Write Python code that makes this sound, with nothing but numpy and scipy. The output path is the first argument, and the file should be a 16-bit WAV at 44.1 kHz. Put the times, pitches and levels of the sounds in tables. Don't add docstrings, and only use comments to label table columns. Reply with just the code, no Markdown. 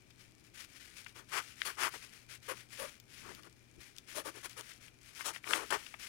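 import sys
import numpy as np
from scipy import signal
from scipy.fft import rfft, irfft, next_fast_len
from scipy.io import wavfile
from scipy.ndimage import uniform_filter1d

SR = 44100
rng = np.random.default_rng(int(sys.argv[2]) if len(sys.argv) > 2 else 0)


def generate_wav(signal):
    frames = np.transpose(np.atleast_2d(signal))
    scaled = np.clip(frames, -1, 1) * 32767
    pcm = np.round(scaled).astype(np.int16)
    wavfile.write(sys.argv[1], SR, pcm)


N = 268286
TIME = np.arange(N) / SR

# t/s, speeding up/s, slowing/s, level/dB, brightness/(dB per octave),
# pressure on the desk/dB, fibre hiss/dB, chatter/(0-1)
MARKER_STROKES = [(1.146, 0.019, 0.098, -54.5, -6, -0.5, -20, 0.13),
                  (1.299, .072, 0.054, -31.5, 0, -13.5, -8.5, 0),
                  (1.646, 0.011, 0.088, -37, 7, -11.5, -5.5, 0.13),
                  (1.759, 0.081, 0.068, -30.5, -1, -12, -6.5, 0),
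                  (1.934, 0.0066, 0.037, -52, -12, 7, 2.5, 0.1),
                  (2.475, 0.021, 0.06, -38.5, 0.5, -6, -8.5, 0.47),
                  (2.771, 0.039, 0.099, -43.5, 1, -6.5, -7, 0.75), (3.2, 0.1, 0.044, -51, -6, 0, -25, 0.06),
                  (3.367, .027, .023, -55, 1, -2.5, -8, 0), (3.43, 0.027, 0.042, -56, -1, 3.5, -5.5, 0),
                  (4.138, 0.035, 0.071, -41.5, 1.5, -2, -1, 0.7),
                  (4.237, 0.0336, 0.055, -44, -7, 4, -0.5, 0.71),
                  (4.332, 0.042, 0.033, -50, 2, 5.5, -3.5, 0),
                  (4.421, 0.035, 0.025, -43, 1, -10, 0.5, 0.12),
                  (4.556, 0.033, 0.044, -45, -0.5, -0.5, -0.5, 0.2),
                  (5.172, 0.04, 0.027, -51, -8, -10.5, 3.5, 0.03),
                  (5.237, .03, 0.074, -43, -11.5, -2.5, 7.5, 0.37),
                  (5.432, 0.12, 0.067, -37.5, -6, -1, 2.5, 0.18),
                  (5.575, 0.039, 0.061, -45, -7.5, -0.5, -3.5, 0.2),
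                  (5.7033, 0.0027, 0.018, -32.5, -6, -3.5, -3, 0.2),
                  (5.715, 0.015, 0.057, -33.5, -12.5, 0, -3.5, 0.04)]
# f/Hz, width/Hz, level/dB
SHEET_RESONANCES = [(913, 350, -2.5), (1172, 136, 3.5), (1410, 710, 2), (1750, 400, -3.5), (2313, 250, -6),
                    (2770, 440, -15), (3300, 88, -6), (4480, 120, -7)]
# f/Hz, width/Hz, level/dB
DESK_RESONANCES = [(246, 230, -9), (363, 124, 4), (447, 96, 4.5), (531, 126, -4)]
# f/Hz, level/dB
FIBRE_TONE = [(1500, -18), (3000, 1.5), (4100, 0.5), (4700, -5.5), (5500, 2.5), (6000, -1.5), (6600, -0.5),
              (7500, 0), (8700, -1), (10300, 0), (11200, -13), (13500, -7.5), (16000, -14)]
# f/Hz, level/dB
NIB_TONE = [(7000, -11), (8800, -39), (9500, 4.5), (10100, 3), (10500, 2), (10900, -8), (11600, -5),
            (13500, -10), (14800, -12), (16000, -14)]
# t/s, level/dB, f/Hz
PAPER_TICKS = [(.105, -47, 3400), (1.063, -32, 1900), (1.6177, -14, 2480), (1.891, -38, 6960),
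               (1.939, -34, 1450), (3, -41.5, 4350), (3.349, -37, 3900), (3.433, -41.5, 3300),
               (3.984, -27.5, 4760), (4.496, -37.5, 4960), (4.61, -30.5, 4410), (4.7167, -36.5, 2660),
               (4.881, -42, 2740), (5.208, -25.5, 1867), (5.361, -27.5, 1760), (5.442, -27.5, 1990),
               (5.474, -28.5, 1900), (5.5089, -19.5, 1570), (5.5343, -9, 2400), (5.5349, -9, 2050),
               (5.5369, -14, 1586), (5.7245, -15, 1330), (5.864, -32.5, 2650), (5.9405, -31, 1860)]
# t/s, length/s, level/dB
HAND_SLIDES = [(0.16, 0.14, -56.5), (0.43, 0.076, -58.5), (0.534, 0.17, -45.5), (0.67, 0.4, -51),
               (0.953, .14, -48.5), (1.057, 0.092, -53.5), (1.146, 0.095, -50.5), (1.28, 0.2, -45),
               (1.374, 0.25, -51), (1.551, 0.29, -47.5), (1.888, 0.26, -47.5), (2.086, 0.21, -55),
               (2.282, 0.11, -44.5), (2.41, 0.17, -52.5), (2.516, 0.18, -50), (2.689, 0.33, -45.5),
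               (3.082, 0.39, -48.5), (3.781, 0.18, -52), (3.946, 0.091, -59.5), (4.063, 0.16, -44.5),
               (4.208, 0.59, -53.5), (4.488, 0.074, -47.5), (4.599, 0.23, -49), (4.802, 0.12, -50.5),
               (4.997, 0.23, -53), (5.143, 0.18, -44.5), (5.326, 0.078, -43.5), (5.429, .12, -48),
               (5.587, 0.48, -47), (5.985, 0.18, -42)]
# f/Hz, level/dB
SKIN_TONE = [(200, -14), (700, -14.5), (1000, -11.5), (1500, -1.5), (2350, 1), (3100, -2), (3900, -5.5),
             (5500, -4.5), (7500, -9), (10600, -8.5), (12000, -15), (16000, -18.5)]
# t/s, half length/s, level/dB
HAND_BUMPS = [(2.85, .06, -60), (3.297, 0.14, -57.5), (3.787, 0.038, -55), (5.738, 0.098, -60)]
# f/Hz, width/Hz, level/dB
BUMP_RESONANCES = [(66, 40, 0), (256, 78, -2.5), (366, 99, -7)]
# f/Hz, level/dB
ROOM_TONE = [(25, -11.5), (50, -3.5), (85, -3.5), (160, -7), (330, -8), (500, -16.5), (950, -22.5),
             (1700, -24), (3900, -30), (5400, -27), (8000, -36), (15000, -39)]
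# f/Hz, level/dB
RIGHT_SHADE = [(100, 0), (380, -30), (700, -15.5), (1300, -28), (2400, -23), (4400, -23), (8100, -51),
               (15000, -41)]

REST_DB = -66.5


def marker(lean_db=3.5, dull_db=1.5, hiss_power=1.4):
    pace, drag, brightness, press, hiss, sheen, judder = np.zeros((7, N))
    for start, rise, fall, db, bright_db, press_db, hiss_db, chatter_amount in MARKER_STROKES:
        span, speed = stroke_speed(start, rise, fall)
        lean = undb(lean_db * np.linspace(-1, 1, len(speed)))
        scratch = speed ** hiss_power * undb(db) / lean
        pace[span] = speed
        drag[span] += speed * undb(db)
        brightness[span] = bright_db - dull_db * (1 - speed)
        press[span] += speed * undb(db + press_db) * lean
        hiss[span] += scratch * undb(hiss_db)
        nib_db = hiss_db - 6.5 + 0.79 * bright_db
        sheen[span] += scratch * np.hypot(undb(nib_db), chatter_amount * undb(-1.5))
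        judder[span] += speed ** 2 * undb(db) * chatter_amount * lean
    bunches = stick_slip(rate=980, spread_db=24.0, release_s=0.00068)
    force = unit(3.0 + bunches) * undb(0.68 * wander(150))
    grip = unit((catches(rate=9000, spread_db=2.0) + 0.24 * noise()) * force)
    rings = [undb(db) * ring(grip + 2.37 * noise() * force, hz, width)
             for hz, width, db in SHEET_RESONANCES]
    sheet = sum(part * undb(brightness * np.log2(hz / 1600))
                for part, (hz, _, _) in zip(rings, SHEET_RESONANCES))
    sheet = sheet - ring(sheet, 4000, 710)
    sheet = highpass(sheet, 670) / np.std(sum(rings)) * drag * undb(1.7)
    desk = unit(highpass(body(grip, DESK_RESONANCES), 250)) * press * undb(-3.5)
    fibres = unit(colour(grip + .5 * noise(), FIBRE_TONE)) * hiss * undb(0.23)
    nib = unit(colour(noise() * force, NIB_TONE)) * sheen * undb(1.5)
    return sheet + desk + fibres + nib + chatter(pace) * judder * undb(3.0)


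def stroke_speed(start, rise, fall, full_speed_share=0.12):
    ramp = 1 - full_speed_share
    end = start + rise + fall
    span = slice(int(start * SR), int(end * SR))
    outline = np.interp(TIME[span], [start, start + ramp * rise, end - ramp * fall, end], [0, 1, 1, 0])
    return span, np.sin(np.pi / 2 * outline) ** 2


def chatter(pace, full_speed_hz=545):
    slip_hz = full_speed_hz * (1 - .15 * (1 - pace) + .11 * wander(220))
    cycles = np.floor(np.cumsum(slip_hz) / SR)
    slips = np.diff(cycles, prepend=0) * undb(4.6 * wander(90))
    return unit(ring(slips, 510, 180))


def catches(rate, spread_db):
    size = undb(spread_db * np.minimum(rng.exponential(size=N), 4))
    return unit((rng.random(N) < rate / SR) * size * np.sign(noise()))


def stick_slip(rate, spread_db, release_s):
    slips = (rng.random(N) < rate / SR) * undb(spread_db * (2 * rng.random(N) - 1))
    return unit(signal.lfilter([1], [1, -np.exp(-1 / (release_s * SR))], slips))


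def ticks(crack_s=0.00095, rattle=0.26):
    out, t = np.zeros(N), TIME[:SR // 20]
    for start, db, hz in PAPER_TICKS:
        octaves, firm_db = np.log2(hz / 2000), db + 30
        crisp_db = -15 + 9 * octaves - 0.73 * firm_db
        rattle_s = 0.0032 / 2 ** (octaves + firm_db / 10.5)
        grit = rng.standard_normal((2, len(t)))
        push = (t == 0) + rattle * grit[0] * np.exp(-t / rattle_s)
        treble_cut = signal.butter(4, min(1.51 * hz, .45 * SR), fs=SR)
        flex = signal.lfilter(*treble_cut, highpass(ring(push, hz, width=hz), hz / 2))
        flex = flex - ring(flex, 4050, 620)
        crack = highpass(grit[1], 3700) * np.exp(-t / crack_s)
        tick = undb(db) * (flex / abs(flex).max() + undb(crisp_db) * crack / abs(crack).max())
        i = int(start * SR)
        out[i:i + len(t)] += tick[:N - i]
    return out


def hand_rub():
    slide_db = 20 * np.log10(hand_motion())
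    grain = noise() + .5 * catches(rate=2500, spread_db=4)
    flicker_db = 1.6 * wander(50) + 1.33 * wander(250)
    hiss = unit(colour(grain, SKIN_TONE)) * undb(slide_db + flicker_db - 0.67)
    snaps = noise() * stick_slip(rate=35, spread_db=5, release_s=.0009)
    crackle_db = -70.0 + 0.31 * (slide_db - REST_DB)
    crackle = unit(ring(colour(snaps, SKIN_TONE), 7000, 6400)) * undb(crackle_db)
    return hiss + crackle


def hand_motion(peak_at=0.33, sharpness=2.9):
    power = np.full(N, undb(REST_DB) ** 2)
    for start, length, db in HAND_SLIDES:
        span = slice(int(start * SR), int((start + length) * SR))
        done = np.clip((TIME[span] - start) / length, 0, 1)
        speed = (done / peak_at) ** peak_at * ((1 - done) / (1 - peak_at)) ** (1 - peak_at)
        power[span] += (undb(db) * speed ** sharpness) ** 2
    return np.sqrt(power)


def hand_bumps():
    swell = sum(undb(db) * np.exp(-((TIME - middle) / half) ** 2) for middle, half, db in HAND_BUMPS)
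    return unit(body(noise(), BUMP_RESONANCES)) * swell


def echoes(x, fade_s):
    t = TIME[:SR // 2]
    response = rng.standard_normal(len(t)) * np.exp(-np.log(1000) * t / fade_s) * (t > .001)
    return signal.fftconvolve(x, response / np.linalg.norm(response))[:N]


def quiet_room():
    shared, left, right = (unit(colour(noise(), ROOM_TONE)) for _ in range(3))
    hum = undb(-65) * np.sin(2 * np.pi * 120 * TIME + 0.31 * wander(5.2)) * undb(2.76 * wander(8))
    whine = undb(-72.5) * unit(ring(noise(), 2367, 78))
    low = signal.sosfilt(signal.butter(1, 300, fs=SR, output="sos"), shared)
    rumble_gain = undb(-61.5)
    return np.array([rumble_gain * (0.65 * shared + 0.42 * left) + hum + whine,
                     rumble_gain * (0.25 * low + 0.46 * highpass(right, 150)) + 0.13 * hum])


def undb(db):
    return np.exp(np.asarray(db) * np.log(10) / 20)


def unit(x):
    return x / np.sqrt(np.mean(x ** 2))


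def noise():
    return rng.standard_normal(N)


def wander(rate):
    step = int(SR / rate)
    stairs = np.repeat(rng.standard_normal(N // step + 1), step)
    return unit(uniform_filter1d(stairs, step)[:N])


def colour(x, points):
    hz, db = np.transpose(points)
    size = next_fast_len(N + SR // 10, real=True)
    f = np.maximum(np.arange(size // 2 + 1) * SR / size, 1)
    gain = undb(np.interp(np.log(f), np.log(hz), db))
    return irfft(rfft(x, size) * gain)[:N]


def ring(x, hz, width):
    return signal.lfilter(*signal.iirpeak(hz, hz / width, fs=SR), x)


def body(x, resonances):
    return sum((-1) ** k * undb(db) * ring(x, hz, width) for k, (hz, width, db) in enumerate(resonances))


def highpass(x, hz):
    return signal.sosfilt(signal.butter(2, hz, "high", fs=SR, output="sos"), x)


def scene(lag_samples=16):
    writing = marker() + hand_rub() + ticks() + hand_bumps()
    desk_echo = undb(-20.5) * echoes(writing, fade_s=0.095)
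    room_echo = undb(-19.5) * echoes(writing, fade_s=0.29)
    left = 0.91 * writing + desk_echo + room_echo
    delayed = np.pad(writing, (lag_samples, 0))[:N]
    right = 0.22 * np.pad(left, (lag_samples, 0))[:N]
    right += 0.73 * echoes(writing, fade_s=0.042) + 0.25 * echoes(writing, fade_s=0.27)
    return np.array([left, colour(right, RIGHT_SHADE)]) + quiet_room()


def record(dry, top_hz=15800):
    return signal.sosfilt(signal.ellip(10, .2, 70, top_hz, fs=SR, output="sos"), dry, axis=-1)


dry = scene()
out = record(dry)
generate_wav(out)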